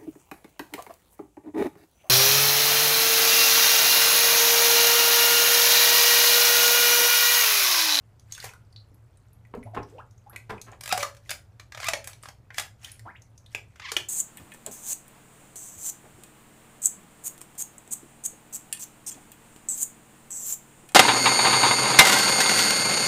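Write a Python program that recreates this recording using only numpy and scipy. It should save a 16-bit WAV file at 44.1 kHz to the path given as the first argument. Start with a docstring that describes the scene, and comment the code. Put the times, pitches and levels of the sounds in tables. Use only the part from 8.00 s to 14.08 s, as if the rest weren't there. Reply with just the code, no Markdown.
"""Over a low hum comes a splash: a hollow plastic toy animal drops into a partly filled bathtub.
Pushed under, it gulps out air in ringing bubbles, and gurgles climb in pitch as it fills; the tub booms.
Lifted out, it drips while its hinged jaw ratchets, squeaks by stick-slip friction and clacks,
exciting the resonances of shell and cavity. The small bathroom reverberates briefly."""
import sys
import numpy as np
from scipy import signal
from scipy.io import wavfile
from scipy.ndimage import uniform_filter1d

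SR = 44100
rng = np.random.default_rng(int(sys.argv[2]) if len(sys.argv) > 2 else 0)


def dump_mix(stems):
    """Bounce the given channels to the path in sys.argv[1] as a 16-bit WAV at rate SR."""
    frames = np.atleast_2d(stems).T  # one column per channel
    limited = np.clip(frames, -1, 1)  # hard clip at full scale
    pcm = np.round(limited * 32767).astype(np.int16)
    wavfile.write(sys.argv[1], SR, pcm)


N = 268348


def amp(db):
    """Decibels to amplitude ratio."""
    return 10 ** (np.asarray(db) / 20)


def unit_rms(x):
    """Normalises to rms 1."""
    return x / np.sqrt(np.mean(x ** 2) + 1e-20)


def slow_noise(size, window):
    """A moving average turns white noise into a slow fluctuation of rms 1."""
    return unit_rms(uniform_filter1d(rng.standard_normal(size), size=window))


def curve_at(points, hz):
    """Interpolates on a log-frequency axis."""
    f, value = np.transpose(points)
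    return np.interp(np.log(hz + 1), np.log(f + 1), value)


def add(mix, s, sound):
    """Superposes a sound at s seconds."""
    part = mix[max(round(s * SR), 0):][:len(sound)]
    part += sound[:len(part)]


def colour(x, spectrum, size=2048):
    """Minimum-phase filtering imposes a spectrum and keeps attacks sharp."""
    log_gain = np.log(amp(curve_at(spectrum, abs(np.fft.fftfreq(size, 1 / SR)))))
    taps = np.fft.ifft(np.exp(np.conj(signal.hilbert(log_gain)))).real
    return signal.oaconvolve(x, taps)[:len(x)]


def shelve(spectrum, weights, db):
    """Shelving: each frequency gains db times its weight."""
    return [(hz, level + db * curve_at(weights, hz)) for hz, level in spectrum]


def resonate(x, hz, width_hz):
    """A driven resonator with a peak gain of about 1."""
    r = np.exp(-np.pi * width_hz / SR)
    return 2 * signal.lfilter([1 - r], [1, -r * np.exp(2j * np.pi * hz / SR)], x).real


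def burst(swell_s, size=6000, clump=0.21):
    """Many tiny impacts merge into noise that swells to about rms 1 and decays."""
    u = np.arange(size) / SR / max(swell_s, 1 / SR)
    clumps = np.exp(clump * slow_noise(size, 40))
    envelope = (u * np.exp(1 - u)) ** 0.68
    return unit_rms(envelope * clumps * rng.standard_normal(size)) * np.sqrt(np.mean(envelope ** 2))


def damped_sine(hz, t60, rise=0, attack=.0004):
    """Free vibration: decays 60 dB in t60 seconds while its pitch glides by the fraction rise."""
    t = np.arange(0, t60, 1 / SR)
    phase = 2 * np.pi * hz * t * (1 + rise * t / t60 / 2)
    return np.sin(phase) * np.exp(-np.log(1000) * t / t60) * (1 - np.exp(-t / attack))


# Each row: frequency in Hz, relative noise density in dB.
AIR_SPECTRUM = [(12, -27), (20, -15), (113, 2), (142, -15), (172, -14.5), (328, -21), (499, -23),
                (678, -24), (1480, -31), (1910, -39), (3530, -47), (4180, -46.5), (8890, -55.5),
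                (14700, -49.5), (16000, -66)]
def background(air_db=-56.5, hum_db=-57.5, hum_hz=108.8, width_hz=26):
    """Broadband room noise, and a band of noise so narrow that it is heard as a wavering hum."""
    air = unit_rms(colour(rng.standard_normal(N), AIR_SPECTRUM, size=8192))
    band = resonate(rng.standard_normal(N), hum_hz, width_hz)
    hum = unit_rms(resonate(band, hum_hz, width_hz))
    return amp(air_db) * air + amp(hum_db) * hum


# Each row: frequency in Hz, 60 dB decay time in seconds.
REVERB_TIMES = [(100, 0.43), (500, 0.29), (1200, 0.23), (4000, 0.21), (9000, 0.22), (16000, 0.19)]
def echoes(gap_s=.003, per_s=4000, size=16384):
    """Impulse response of tub and walls: absorption damps each band at its own rate."""
    taps = rng.choice([-1., 1.], size) * (rng.random(size) < per_s / SR)
    taps *= np.arange(size) > gap_s * SR
    hz, t, bands = signal.stft(taps, SR, nperseg=256)
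    decay = np.exp(-np.log(1000) * t / curve_at(REVERB_TIMES, hz)[:, None])
    tail = signal.istft(bands * decay, SR, nperseg=256)[1]
    return tail / np.linalg.norm(tail)


def bathroom(x, count=5, change_s=.045):
    """Time-varying reverberation: as toy and water move, one echo pattern fades into the next."""
    place = np.arange(N) / SR / change_s
    fades = (np.sin(np.pi / 2 * np.minimum((place - k) % count, 2)) for k in range(count))
    return sum(signal.fftconvolve(x * fade, echoes())[:N] for fade in fades)


# Each row: start in seconds, level in dB.
TUB_BOOMS = [(0.439, -48), (0.751, -42.5), (1.54, -43), (1.65, -32), (1.769, -31.5), (2.34, -45),
             (2.489, -39), (2.929, -36), (3.861, -43), (4.971, -39.5)]
def tub(hz=107.8):
    """Each shove of water excites one low mode of the filled tub."""
    out = np.zeros(N)
    for s, db in TUB_BOOMS:
        add(out, s, amp(db) * damped_sine(hz, t60=.35, attack=.015))
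    return out


# Each row: start and end in seconds.
FIZZ_SPANS = [(.55, 2.8), (4.851, 5.55)]
def fizz(count=30, db=-52, range_db=14):
    """Tiny bubbles pop at random on the stirred surface; their small size makes them ring high."""
    out = np.zeros(N)
    for start, end in FIZZ_SPANS:
        for when, pitch, softness in rng.random((count, 3)):
            hz = 4500 * 2.8 ** pitch
            pop = damped_sine(hz, 22 / hz, rise=0.45, attack=.0001)
            add(out, start + when * (end - start), amp(db - range_db * softness) * pop)
    return out


# Each row: frequency in Hz, gain in dB.
SPRAY_SPECTRUM = [(200, -26), (600, -15), (2000, -2.5), (4000, -8.5), (8000, -7.5), (15000, -18)]
# Each row: crest time in seconds, relative level in dB, rise and fall in seconds per 20 dB.
SPRAY_SWELLS = [(.326, -51.5, 0.043, 0.053), (.455, -41, 0.11, 0.074), (1.9, -61, 0.058, 0.065),
                (2.56, -69, 0.12, 0.8), (3.012, -30.5, 0.059, 0.041), (3.275, -57, 0.064, .1),
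                (3.82, -41, 0.057, 0.11), (4.09, -46.5, 0.052, 0.058), (4.26, -50.5, .06, 0.065),
                (4.585, -38, 0.039, 0.042), (4.846, -45, 0.042, 0.13), (5.525, -56, .04, 0.079),
                (5.95, -52, 0.23, .2)]
def spray(bands=36, density=5000, spread_db=4.5, sheet_db=-3, trickle_db=-75):
    """Droplets ring over the hiss of a tearing water sheet; incoherent splashes add in power."""
    droplets = np.zeros(N)
    for hz in np.geomspace(600, 14500, bands):
        number = int(N / SR * density / bands * np.sqrt(hz / 3000)) + 1  # small droplets are commonest
        hits = np.zeros(N)
        hits[rng.integers(0, N, number)] = amp(spread_db * np.minimum(rng.exponential(1, number), 5))
        ring = np.sqrt(hz) * damped_sine(hz, 24 / hz, rise=0.19, attack=2.1 / hz)
        droplets += signal.oaconvolve(hits, ring)[:N]
    wet = unit_rms(droplets) + amp(sheet_db) * rng.standard_normal(N)
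    t = np.arange(N) / SR
    power = sum(amp(db - 20 * np.maximum((s - t) / rise, (t - s) / fall)) ** 2
                for s, db, rise, fall in SPRAY_SWELLS)
    return unit_rms(colour(wet, SPRAY_SPECTRUM)) * np.sqrt(power + amp(trickle_db) ** 2)


# One row: start and length in seconds, first and last centre frequency in Hz, level in dB.
BUBBLE_CLOUD = (0.3, 0.23, 5500, 1200, -41)
def plunge(count=45, spread_octaves=1.3, range_db=10, fade_db=8):
    """Air entrainment: the falling toy drags down ever larger bubbles, which ring lower and fainter."""
    out = np.zeros(N)
    s, length, first_hz, last_hz, db = BUBBLE_CLOUD
    for late, pitch, softness in rng.random((count, 3)):
        hz = first_hz * (last_hz / first_hz) ** late * 2 ** (spread_octaves * (pitch - .5))
        gain = amp(db - range_db * softness - fade_db * late ** 2)
        add(out, s + late * length, gain * damped_sine(hz, 30 / hz, rise=0.18))
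    return out


# Each row: start in seconds, pitch in Hz, relative level in dB, tick against the first bubble in dB.
BUBBLE_ONSETS = [(.196, 6000, -51.5, 3.5), (.323, 6450, -24, -4.5), (.350, 3480, -37, 3),
                 (.379, 1670, -36, -0.5), (.401, 4300, -30.5, -4.5), (0.427, 1930, -37, -1),
                 (.442, 727, -33, -20), (0.491, 2390, -38.5, -14), (.536, 1347, -40.5, -5.5),
                 (.727, 4570, -49.5, -7.5), (.762, 3870, -35.5, -28), (0.916, 300, -49.5, -22),
                 (.944, 11600, -50, -13), (1.172, 8900, -51, -8), (1.332, 11300, -47.5, -18),
                 (1.451, 2070, -49.5, -14), (1.55, 440, -33.5, -13), (1.574, 235, -33, -30),
                 (1.629, 2080, -44, -14), (1.637, 10000, -44.5, -16), (1.768, 400, -32.5, -26),
                 (1.785, 287, -29.5, -30), (1.831, 5540, -44, -14), (1.983, 2660, -46.5, -30),
                 (2.110, 5630, -53, -3.5), (2.179, 6200, -51.5, -12), (2.297, 11300, -35, -20),
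                 (2.361, 2170, -27.5, -5.5), (2.520, 199, -36.5, -30), (2.580, 2400, -40.5, -19),
                 (2.615, 6350, -32, 0), (2.717, 6670, -43.5, -7), (4.228, 8730, -35.5, -14.5),
                 (4.505, 1800, -35.5, -25), (4.846, 2970, -30, -1), (4.917, 9840, -30.5, -7.5),
                 (4.994, 1870, -46.5, 5), (5.22, 6400, -43.5, -7.5), (5.378, 5900, -42.5, -6.5),
                 (5.462, 3570, -44.5, -7.5)]
def drops(count=3, scatter=0.13, lag_s=.002):
    """Bubble resonance: a drop ticks on the surface and traps a few ringing bubbles of like size. The deep
    bubbles around 1.55 to 2.52 s instead break loose from the air the toy gulps out."""
    out = np.zeros(N)
    tick_spectrum = [(300, -35.5), (1500, -22.5), (4000, -2.5), (9000, -1.5), (15000, -11.5)]
    for s, hz, db, tick_db in BUBBLE_ONSETS:
        t60 = 0.021 * (1000 / hz) ** 0.67  # smaller bubbles die sooner
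        add(out, s, amp(db + tick_db) * colour(burst(0.0008), tick_spectrum))
        for k, detune in enumerate(rng.uniform(-1, 1, count)):
            pitch = hz * (1 + scatter * detune * min(k, 1))  # the first, loudest bubble sets the note
            bubble = damped_sine(pitch, t60, rise=0.16, attack=0.000091)
            add(out, s + k * lag_s, amp(db - 2.0 * k) * bubble)
    return out


# Each row: start and length in seconds, first and last pitch in Hz, relative level in dB.
GURGLE_GLIDES = [(0.765, .06, 3904, 4300, -66), (1.654, 0.031, 473, 1140, -52),
                 (1.735, 0.026, 683, 764, -47.5), (1.922, 0.068, 396, 695, -54),
                 (1.981, 0.036, 707, 1846, -49), (2.262, 0.026, 757, 970, -56.5),
                 (2.292, .03, 1060, 2040, -61.5), (5.052, 0.038, 631, 1195, -54),
                 (5.06, 0.058, 918, 2570, -52), (5.149, 0.021, 1480, 3940, -55.5)]
def gurgles(flutter=0.29, jitter=0.015):
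    """An air pocket's resonance rises as water fills it, and flutters as the water moves."""
    out = np.zeros(N)
    for s, length, first_hz, last_hz, db in GURGLE_GLIDES:
        u = np.linspace(0, 1, round(length * SR))
        envelope = (1 + flutter * slow_noise(len(u), 90)) * np.sqrt(u) * (1 - u)
        hz = first_hz * (last_hz / first_hz) ** u * (1 + jitter * slow_noise(len(u), 90))
        add(out, s, amp(db) * unit_rms(envelope * np.sin(2 * np.pi * np.cumsum(hz) / SR)))
    return out


# Each row: frequency in Hz, gain in dB.
GULP_SPECTRUM = [(20, -20.5), (70, 4.5), (130, 3), (220, 3), (400, 7.5), (650, 3), (1000, 7.5),
                 (1900, -3.5), (3200, -13.5), (6000, -31.5), (15000, -39.5)]
# Each row: frequency in Hz, weight of a gulp's brightness.
GULP_BRIGHT_WEIGHTS = [(1000, 0), (1900, 0.84), (3200, 1), (6000, 2.1653)]
# Each row: start in seconds, relative level in dB, brightness in dB, swell time in seconds.
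AIR_GULPS = [(.439, -42, 18.5, 0.0051), (1.537, -28, -4.5, 0.0043), (1.746, -32.5, 7, 0.0024),
             (1.762, -23, -3, 0.0081), (1.822, -41.5, 5, 0.0039), (2.327, -43, 5, 0.0072),
             (2.494, -26, 5.5, .005), (2.519, -33.5, -3, 0.01), (2.665, -42, 3.5, 0.011),
             (2.723, -36, 1, 0.0045), (5.053, -40, -10, 0.0076)]
def gulps(count=9, bubble_db=-13):
    """Bubble break-up: air leaves the toy with a dull slap and splits into large, ringing bubbles."""
    out = np.zeros(N)
    for s, db, bright, swell in AIR_GULPS:
        spectrum = shelve(GULP_SPECTRUM, GULP_BRIGHT_WEIGHTS, bright)
        add(out, s, amp(db) * colour(burst(swell, clump=0.6), spectrum))
        for late, pitch, softness in rng.random((count, 3)):
            hz = 1100 * 0.42 ** late * .5 ** pitch  # larger, deeper bubbles break loose last
            bubble = damped_sine(hz, t60=0.048, rise=0.21, attack=0.0027)
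            add(out, s + 5 * swell * late, amp(db + bubble_db - 3.1 * softness) * bubble)
    return out


# One list per squeak. Each row: time in seconds, slips per second, relative level in dB.
HINGE_SQUEAKS = [
    [(2.900, 1240, -39), (2.910, 1460, -32), (2.918, 1090, -25), (2.924, 2400, -41)],
    [(2.998, 2200, -49), (3.009, 2400, -33.5), (3.021, 1500, -51)],
    [(3.815, 1010, -48), (3.833, 1050, -38.5), (3.846, 1030, -40), (3.857, 1170, -36), (3.869, 1180, -29),
     (3.883, 1250, -31.5)],
    [(5.815, 810, -37), (5.835, 1200, -48.5), (5.856, 1000, -35), (5.878, 780, -46.5), (5.890, 1160, -34.5),
     (5.904, 1100, -41.5), (5.914, 690, -59)],
]
def hinge(jitter=0.051, rasp=0.098):
    """Stick-slip friction: wet plastic slips almost periodically, in a squeal rich in harmonics."""
    out = np.zeros(N)
    spectrum = [(400, -41), (1100, -0.5), (2200, 4.5), (3300, -1.5), (5000, -6.0), (7500, -17.0),
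                (14000, -26.5)]
    for rows in HINGE_SQUEAKS:
        s, rate, db = np.transpose(rows)
        t = np.arange(s[0], s[-1], 1 / SR)
        cycles = np.cumsum(np.interp(t, s, rate) * (1 + jitter * slow_noise(len(t), 60))) / SR
        slips = unit_rms(sum(np.cos(2 * np.pi * k * cycles) for k in range(1, 8)))
        squeal = unit_rms(colour(slips + rasp * rng.standard_normal(len(t)), spectrum))
        add(out, s[0], amp(np.interp(t, s, db)) * squeal * signal.windows.tukey(len(t), .15))
    return out


# Each row: start in seconds, frequency in Hz, level in dB, 60 dB decay time in seconds.
TOY_RINGS = [(2.926, 736, -14, 0.056), (2.978, 573.3, -29.5, 0.2), (3.031, 574, -35.5, 0.19),
             (3.031, 1190, -17, 0.028), (3.885, 659, -27, 0.15), (3.935, 559, -27.5, 0.083),
             (3.935, 2230, -10, 0.011), (4.582, 727, -37, 0.022), (5.548, 2550, -11.5, 0.011),
             (5.548, 450, -34.5, 0.037), (5.92, 455, -30.5, 0.032), (5.966, 2480, -11, 0.012),
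             (5.966, 3010, -1.5, 0.0093), (5.966, 368, -28.5, 0.031)]
def cavity():
    """Cavity resonance: hard clacks ring the air in the toy, tuned by the jaw and trapped water. The brief
    2.5-3 kHz rings near 5.55 and 5.97 s are short, flat stick-slip squeaks that stop abruptly."""
    out = np.zeros(N)
    for s, hz, db, t60 in TOY_RINGS:
        add(out, s, amp(db) * damped_sine(hz, t60, rise=-0.013, attack=0.00099))
    return out


# Each row: start, first gap and gap change per tooth in seconds; first level, body and brightness in dB.
RATCHET_RUNS = [(2.8087, .0265, -.0039, -34, 0.5, 7), (3.721, .026, .0007, -33, 1.5, -8)]
def ratchet_contacts(teeth=5, step_db=1.4):
    """An impact train that quickens or slows evenly, each tooth pressed harder than the last."""
    return [(s + k * gap + change * k * (k - 1) / 2, db + k * step_db, body, bright)
            for s, gap, change, db, body, bright in RATCHET_RUNS for k in range(teeth)]


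# Each row: frequency in Hz, gain in dB.
CONTACT_SPECTRUM = [(50, -11), (200, -11), (380, -14.5), (600, 1), (1100, -4), (1600, 2.5), (2200, -3.3),
                    (3200, -2), (5600, -1.5), (10000, -9.5), (15500, -16)]
# Each row: frequency in Hz, weight of a contact's body (bass shelf).
BODY_WEIGHTS = [(1100, 1), (1600, 0)]
# Each row: frequency in Hz, weight of a contact's brightness (treble shelf).
BRIGHT_WEIGHTS = [(3200, 0), (5600, 0.22), (10000, 1)]
# Each row: frequency in Hz, bandwidth in Hz, gain in dB.
SHELL_MODES = [(1190, 120, -1.5), (1683, 120, -8), (2093, 200, 0), (2314, 96, 6), (3530, 940, -18.5),
               (5170, 300, -21.5), (7260, 940, -11)]
# Each row: start in seconds, then relative level, body and brightness in dB.
JAW_CONTACTS = [(2.9247, -13.5, 3.5, 1.5), (2.9756, -22, 6, 4), (3.0282, -18, 1.5, -1), (3.147, -49, -3, 5),
                (3.167, -46.5, -6.5, 3), (3.2932, -25, -6.5, -2.5), (3.305, -28, 3, 13.5),
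                (3.3122, -23, -1, 0), (3.5969, -34, 1.5, -7.5), (3.8427, -27.5, -8, 4.5),
                (3.867, -29.5, -7, 6), (3.8843, -14, -1.5, -0.5), (3.934, -14.5, 1.5, -6.5),
                (4.0425, -38.5, -12, 10), (4.073, -33, 2.5, 12.5), (4.1308, -39, -4.5, 0),
                (4.2336, -40, 9, 5), (4.2564, -36, 7.5, -26), (4.286, -36, 5.5, 1.5),
                (4.504, -41.5, 8.5, -32), (4.543, -38.5, -5, -1), (4.582, -17.5, -5, 2),
                (4.596, -23.5, -1, 6), (5.5479, -26.5, 3, -1.5), (5.7578, -46, 1, -6),
                (5.7968, -33, 2, -13), (5.9174, -20, -6.5, 0), (5.9662, -16, -4.5, -2)]
def jaw(chatter_s=0.0016):
    """Impact excitation: contacts of jaw, fins and ratchet chatter and ring the plastic shell's modes."""
    contacts = np.zeros(N)
    for s, db, body, bright in JAW_CONTACTS + ratchet_contacts():
        spectrum = shelve(CONTACT_SPECTRUM, BODY_WEIGHTS, body)
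        spectrum = shelve(spectrum, BRIGHT_WEIGHTS, bright)
        add(contacts, s, amp(db) * colour(burst(chatter_s), spectrum))
    return contacts + sum(amp(db) * resonate(contacts, hz, width) for hz, width, db in SHELL_MODES)


def scene(toy_room_db=-5.0, water_room_db=-4.5):
    """Direct and reverberant sound add; the water, deeper in the tub, echoes a little more than the toy."""
    toy = amp(-.5) * jaw() + cavity() + amp(-1.5) * hinge()
    water = amp(-1.5) * gulps() + amp(3.0) * gurgles() + amp(0.5) * drops()
    water += amp(-3.0) * spray() + plunge() + fizz()
    reverb = bathroom(amp(toy_room_db) * toy + amp(water_room_db) * water)
    return (toy + water + reverb + tub() + background())[None]


def record(dry, cutoff_hz=15450):
    """Band limiting: a linear-phase low-pass removes the highest treble."""
    taps = signal.firwin(255, cutoff_hz, window=("kaiser", 8), fs=SR)
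    return signal.oaconvolve(dry, taps[None], "same")


dry = scene()
out = record(dry)
dump_mix(out)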